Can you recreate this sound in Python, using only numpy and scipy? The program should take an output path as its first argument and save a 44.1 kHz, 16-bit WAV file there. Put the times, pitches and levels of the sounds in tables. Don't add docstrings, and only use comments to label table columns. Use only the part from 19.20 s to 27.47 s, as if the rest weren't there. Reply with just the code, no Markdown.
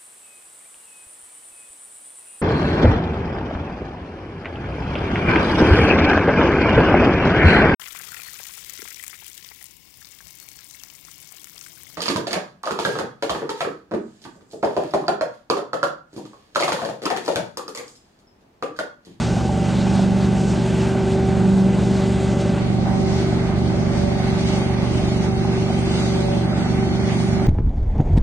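import sys
import numpy as np
from scipy import signal
from scipy.fft import rfft, irfft, next_fast_len
from scipy.io import wavfile
from scipy.ndimage import uniform_filter1d, minimum_filter1d

SR = 44100
rng = np.random.default_rng(int(sys.argv[2]) if len(sys.argv) > 2 else 0)


def to_wav(s):
    ch = np.atleast_2d(s).T
    pcm = np.round(np.clip(ch, -1, 1) * 32767)
    wavfile.write(sys.argv[1], SR, pcm.astype(np.int16))


def boost(x):
    u = np.asarray(x, float) / 20
    return 10 ** u


N = 364707
STEP = 32
TIME = np.arange(0, N + STEP, STEP) / SR
CLOCK = np.arange(N) / SR
CYCLE_HZ = 24.0
WIDEN_S = 3.37


def fine(control):
    return np.interp(CLOCK, TIME, control)


def bumps(rows):
    return sum(db * np.exp(-((TIME - s) / half_s) ** 2) for s, half_s, db in rows)


def walk(rate_hz):
    k = int(SR / STEP / rate_hz)
    held = np.repeat(rng.standard_normal(len(TIME) // k + 1), k)
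    slewed = uniform_filter1d(uniform_filter1d(held, k), k)
    return 1.23 * slewed[:len(TIME)]


def read(table, hz):
    f, db = np.transpose(table)
    return np.interp(np.log(hz + 1), np.log(f), db)


def causal(db):
    cep = irfft(db * np.log(10) / 20)
    half = len(cep) // 2
    cep[1:half] *= 2
    cep[half + 1:] = 0
    return np.exp(rfft(cep))


# (multiple of cycle rate [1], level [dB], left minus right [dB])
EXHAUST_LINES = [(1.95, -40, 2), (3.08, -31.5, 0.5), (3.893, -40, 2), (5.037, -25, -2), (5.927, -46.5, 2.5),
                 (7.014, -26.5, 0), (8.05, -39.5, -3.5), (8.93, -32.5, -6), (10.06, -30.5, 0),
                 (11.1, -58, 1.5), (11.8, -54.5, -2.5), (13.04, -37.5, 1.5), (13.81, -37, -3.5),
                 (15.2, -44, 1.5), (15.7, -49.5, 2.5), (16.6, -60.5, -5), (17, -51, -2.5),
                 (18.7, -55.5, 14.5), (20.1, -57, 0), (22.06, -51.5, -2.5), (21.9, -58, -1),
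                 (23.3, -60.5, 3.5), (22.6, -61.5, -2.5), (24.64, -51, 1.5), (25.4, -45.5, -10),
                 (25.3, -57, -10.5), (28.55, -58, 10), (28.3, -45, 8.5), (30.47, -55, 4.5)]


def engine(rear_hz=192, rear_db=-1, scatter_db=.5, jitter_s=0.0002):
    firing_shares = .043, .631
    size, early, lead_cycles = 2 ** 14, 2 ** 12, 6
    hz = np.arange(size // 2 + 1) * SR / size
    order, db, pan_db = np.transpose(EXHAUST_LINES)

    rear = boost(rear_db) / (1 + 1j * order * CYCLE_HZ / rear_hz)
    pair = 1 + rear * np.exp(-2j * np.pi * order * (firing_shares[1] - firing_shares[0]))
    db = db - 20 * np.log10(np.abs(pair) * np.sqrt(2) * CYCLE_HZ / SR)
    edges_db = -40 * np.maximum(2 - hz / CYCLE_HZ, 0) - 24 * np.log2(np.maximum(hz / 800, 1))
    pipe = np.array([causal(np.interp(hz / CYCLE_HZ, order, db + side * pan_db / 2) + edges_db)
                     for side in (1, -1)])

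    cycle = np.arange(int(N / SR * CYCLE_HZ) + lead_cycles)
    start = int(lead_cycles * SR / CYCLE_HZ)
    colours = 1, boost(rear_db) / (1 + 1j * hz / rear_hz)
    out = 0
    for share, colour in zip(firing_shares, colours):
        ring = np.roll(irfft(pipe * colour * np.exp(1.4j)), early, axis=1)
        jitter, scatter = rng.standard_normal((len(cycle), 2)).T
        fire_s = (cycle + share) / CYCLE_HZ + jitter_s * jitter
        train = np.zeros((1, N + 2 * start))
        train[0, (fire_s * SR).astype(int)] = boost(scatter_db * scatter)
        out = out + signal.fftconvolve(train, ring, axes=1)[:, start + early:start + early + N]
    return out


BLADE_DB = -29.5, -30.5, -43.5, -40
BLADE_WANDER_DB = 0.69, 0.98, 4.1, 1.2
# (time [s], half length [s], change [dB])
BLADE_SWELLS = [
    [(0.0, 0.51, -6), (.85, 0.44, 11.5), (2.38, 0.31, 12.5), (2.8, 0.23, 5), (3.1, 0.17, 2), (3.7, .25, 4.5), (4.2, 0.18, -2.5), (8.25, .2, 4)],
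    [(.4, 0.6, -7), (1.9, .35, 3.5), (2.55, 0.44, 5.5), (3.58, 0.13, -10), (3.9, .15, 2.5), (7.0, 0.076, 2.5), (7.36, 0.16, -10.5), (7.6, 0.093, 3.5), (8.2, 0.16, 3.5)],
    [(0.0, 0.11, 2), (.45, 0.093, 3), (1.9, .25, 8.5), (3.2, .12, 7), (3.8, 0.11, 8.5), (4.85, 0.1, 9), (7.1, 0.21, 10), (7.75, 0.26, -16)],
    [(.4, 0.28, 5), (1.5, 0.12, -15), (2.1, 0.12, 8), (3.85, .12, 2.5), (4.95, 0.11, 6.5), (7.0, 0.091, 0)],
]
# (narrow beam [dB], wide beam [dB], sway [dB])
BLADE_PAN = [(-1.5, -9, 2.5), (-0.5, 3, 2), (-5, -5.5, 0), (-3, -3, 0)]
# (multiple of cycle rate [1], level [dB])
FIN_LINES = [(34, -53), (36, -48.5), (48, -52.5), (63, -55), (64, -71), (66, -56.5), (84, -54)]


def impeller(wide):
    shaft = 2 * np.pi * CYCLE_HZ * CLOCK
    opened = fine(wide)
    pans_db = [near + wide * (far - near) + sway * walk(3) for near, far, sway in BLADE_PAN]
    levels_db = [db + bumps(rows) + wander * walk(4)
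                 for db, rows, wander in zip(BLADE_DB, BLADE_SWELLS, BLADE_WANDER_DB)]
    lags_rad = -.4 * wide - .15, -.1 + 0 * wide, 1.0 * wide, 0.099 + 0.29 * wide
    out = 0
    for k, (db, pan, lag) in enumerate(zip(levels_db, pans_db, lags_rad), 1):
        db = db + .5 * k * walk(9)
        drift = 0.59 * walk(1.48) + 0.051 * k ** 2 * walk(12)
        phase = k * (8 * shaft + .75) - 1.7
        out = out + np.array([fine(boost(db + side * pan / 2)) * np.cos(phase + fine(drift + side * lag))
                              for side in (1, -1)])
    for order, db in FIN_LINES:
        phase = order * shaft + fine(1.5 * walk(2.5))
        level = fine(boost(db + 3 * walk(3.03)))
        out = out + level * np.array([np.sin(phase), np.sin(phase + opened * order)])
    return np.sqrt(2) * out


# (frequency [Hz], density [dB per Hz])
DUCT_ROAR = [
    [(30, -67.5), (45, -61), (60, -48.5), (85, -51), (130, -51.5), (200, -47.5), (330, -53), (400, -55), (500, -61.5), (590, -55), (700, -64.5), (870, -60.5)],
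    [(30, -65), (45, -53), (60, -53.5), (85, -48.5), (130, -52), (200, -51.5), (330, -52), (400, -57.5), (500, -65), (590, -58.5), (700, -62), (870, -62.5)],
]
# (frequency [Hz], density [dB per Hz])
LEAF_HISS = [
    [(1000, -69), (1200, -69.5), (1350, -69.5), (1500, -67.5), (1750, -73.5), (2100, -74.5), (2500, -73), (3000, -74.5), (3800, -76.5), (4500, -78), (5300, -80.5), (6300, -80.5), (7500, -82), (9000, -85)],
    [(1000, -71), (1200, -68.5), (1350, -71.5), (1500, -70.5), (1750, -75), (2100, -70.5), (2500, -77), (3000, -78.5), (3800, -79.5), (4500, -78.5), (5300, -82.5), (6300, -82), (7500, -87), (9000, -87)],
]
# (frequency [Hz], level [dB])
NOISE_WIDTH = [
    [(40, -22), (100, -18), (250, -12.5), (350, -20), (900, -12), (1700, -12), (2500, -18), (3300, -18), (8500, -36), (9300, 4.5), (9700, 11), (10500, 9.5), (11200, -10)],
    [(40, -20), (100, -11.5), (250, -9.5), (350, -11.5), (900, -5), (2000, -0.5), (3200, 4), (5200, 2.5), (6600, -0.5), (7100, 6.5), (8100, 3), (8800, -3), (9700, 12.5), (10500, 9), (11200, -10.5)],
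]
# (frequency [Hz], left minus right [dB])
NOISE_LEAN = [(60, 2), (100, -4), (180, -6), (320, 2), (550, -2.5), (960, 0.5), (1680, -5.5), (2930, -0.5),
              (5100, 4.5), (8890, 1.5)]
# (time [s], half length [s], rise [dB])
GULPS = [(0.0, 0.18, 6), (.55, 0.34, 2.8), (.78, 0.067, 1.5), (1.03, .04, 3.5), (1.3, 0.17, 2.5),
         (1.59, .14, 5), (1.9, 0.05, 2.5), (2.82, 0.2, 4), (3.04, 0.066, 2), (3.215, 0.021, 5.5),
         (3.98, .15, 5.5), (4.78, 0.066, 3), (5.05, 0.13, 4), (5.32, 0.15, 8), (5.7, 0.1, 4),
         (5.92, 0.15, 5.5), (6.04, 0.028, 3), (6.35, 0.12, 3), (6.55, 0.13, 3.5), (6.8, 0.15, 8.5),
         (7.02, 0.12, 6), (7.17, 0.056, 2.5), (7.43, 0.16, 4), (7.75, 0.11, 3), (7.99, .13, 7.5),
         (8.17, .06, 1.5)]
# (time [s], half length [s], change [dB])
SURGES = [
    (.65, 0.42, -5.5),
    (1.55, .2, -6),
    (1.95, 0.27, -0.5),
    (2.9, .5, -2),
    (4.35, 0.39, 3.5),
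    (5.75, .15, 2.5),
    (8.05, .1, -0.5),
]


def air(wide, puff_db=3, puff_share=0.075, flicker_db=1.0, patch_db=0.97):
    duct_dip = 265, -55.5
    duct_share, duct_rise_db_per_s, duct_flutter_db = .3, 0.2, 1.45
    size = next_fast_len(N, True)
    hz = np.arange(size // 2 + 1) * SR / size

    white = rfft(rng.standard_normal((2, size)))
    beams = []
    for roar, hiss, width in zip(DUCT_ROAR, LEAF_HISS, NOISE_WIDTH):
        density = sorted([*map(tuple, roar), duct_dip, *map(tuple, hiss), (9700, -99), (11300, -95)])
        mid_db = read(density, hz) + 10 * np.log10(SR / 2)
        side_db = mid_db + read(width, hz)
        beams.append(irfft(white * boost([mid_db, side_db]), size)[:, :N])
    opened = fine(wide)
    mid, side = beams[0] + opened * (beams[1] - beams[0])
    ears = rfft(np.array([mid + side, mid - side]), size)

    def around_mean(db):
        return db - np.where(wide > .5, db[wide > .5].mean(), db[wide <= .5].mean())

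    gulps = bumps(GULPS)
    rise = duct_rise_db_per_s * np.minimum(TIME, WIDEN_S)
    duct = around_mean(duct_share * gulps + rise + duct_flutter_db * walk(20))
    rumble = around_mean(bumps(SURGES))
    leaves = around_mean(gulps + 0.77 * walk(45))

    cycles = TIME * CYCLE_HZ
    strength = .6 * rng.exponential(1, int(cycles[-1]) + 2)
    puff = strength[cycles.astype(int)] * np.exp(-(cycles % 1) / puff_share)

    out = 0
    octaves = np.log2((hz + 1) / 1000)
    for octave in np.arange(-7, 8) / 2:
        part = np.searchsorted(octaves, octave + 1 / 2)
        floor = -1 * (octave > -3.5)
        mask = np.cos(np.pi / 2 * np.clip(2 * (octaves[:part] - octave), floor, 1)) ** 2
        to_leaves = np.clip(octave / 1.57 - .3, 0, 1)
        db = 0.89 * rumble * np.clip(-2 - octave, 0, 1)
        db = db + np.clip(octave + 1.0, 0, 1) * ((1 - to_leaves) * duct + to_leaves * leaves)
        db = db + flicker_db * walk(9) + patch_db * to_leaves * walk(25)
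        db = db + puff_db * np.exp(-(octave + .4) ** 2 / 0.59) * puff
        lean_db = read(NOISE_LEAN, 1000 * 2 ** octave) * np.array([[.5], [-.5]])
        lean = 1 + opened * (boost(lean_db) - 1)
        out = out + fine(boost(db)) * lean * irfft(ears[:, :part] * mask, size)[:, :N]
    return out


# (time [s], peak [dB])
PUFFS = [(0.124, -26), (0.167, -23.5), (0.292, -17), (0.666, -20), (0.75, -29), (0.792, -17.5),
         (0.834, -24.5), (1.95, -24.5), (3.501, -22), (3.584, -29), (4.124, -23), (4.291, -24),
         (4.953, -22), (4.999, -22), (5.497, -27), (6.249, -16.5), (6.5, -16), (6.573, -26), (7.084, -29),
         (7.416, -26.5), (7.458, -22), (7.792, -35)]


def cracks(shell_hz=760, ring_s=0.0049, rise_s=0.00098, under_db=-0.8):
    out = np.zeros(N)
    age = CLOCK[:1200]
    pitches = 1 + .07 * rng.standard_normal(len(PUFFS))
    for (s, db), pitch in zip(PUFFS, pitches):
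        envelope = (1 - np.exp(-age / rise_s)) * np.exp(-age / ring_s)
        ring = envelope * np.sin(2 * np.pi * shell_hz * pitch * age)
        i = int(s * SR)
        out[i:i + len(age)] += 1.7 * boost(db + under_db) * ring
    return out * boost([[-1], [1]])


def scene():
    wide = np.clip((TIME - WIDEN_S) / 0.054, 0, 1)
    return engine() + cracks() + impeller(wide) + air(wide)


# (time [s], level [dB])
MUTE = [
    (0, -13),
    (3.4, -13),
    (4.5, -10.5),
    (5.0, -6.5),
    (8.27, -6),
]


def mute_bands(stereo, side_db=-17, quiet_db=-74.5, quiet_hz=10500, luck_db=2.2, spare=.3, gap_sigma=1.8,
               count=10):
    starved_hz, starved_db = (6900, 8200), 3
    blip_sigma = .7, 1.6
    left, right = stereo
    hz, s, (mid, side) = signal.stft(np.array([left + right, left - right]) / 2, SR, nperseg=2048)
    used = len(hz) // count * count
    hz = hz[:used, None]
    power = np.abs([mid[:used], side[:used]]).reshape(2, -1, count, len(s)) ** 2
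    band_db = 10 * np.log10(uniform_filter1d(power.sum(2), size=2, axis=2) + 1e-18)
    luck = np.sqrt(2) * uniform_filter1d(rng.standard_normal(band_db.shape), size=2, axis=2)
    mid_db, other_db = np.repeat(band_db + luck_db * luck, count, axis=1)

    mute_db = np.interp(s, *np.transpose(MUTE)) + spare * (3 - np.interp(s, TIME, bumps(GULPS)))
    mute_db = mute_db + starved_db * (hz > starved_hz[0]) * (hz < starved_hz[1])
    gaps = np.repeat(luck[1] + np.roll(luck[1], 1, axis=1), count, axis=0) < -gap_sigma
    rarity = np.where(s < WIDEN_S, *blip_sigma) + (hz < 11100)
    blips = np.repeat(luck[0], count, axis=0) > rarity

    mid_heard = minimum_filter1d(mid_db - other_db > mute_db, size=2, axis=1) | (hz < 2400)
    mid[:used] *= mid_heard & (blips | (hz < 9700))
    side_heard = (other_db - mid_db > side_db) | (hz < 250)
    side_loud = (other_db > quiet_db) | (hz < quiet_hz)
    side[:used] *= side_heard & side_loud & ~(gaps & (hz > 7300))
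    mid, side = signal.istft(np.array([mid, side]), SR, nperseg=2048)[1][:, :N]
    return np.array([mid + side, mid - side])


def top_cut(x):
    return signal.sosfilt(signal.butter(12, 11600, fs=SR, output="sos"), x)


def record(dry):
    mix = mute_bands(dry)
    return top_cut(mix)


dry = scene()
out = record(dry)
to_wav(out)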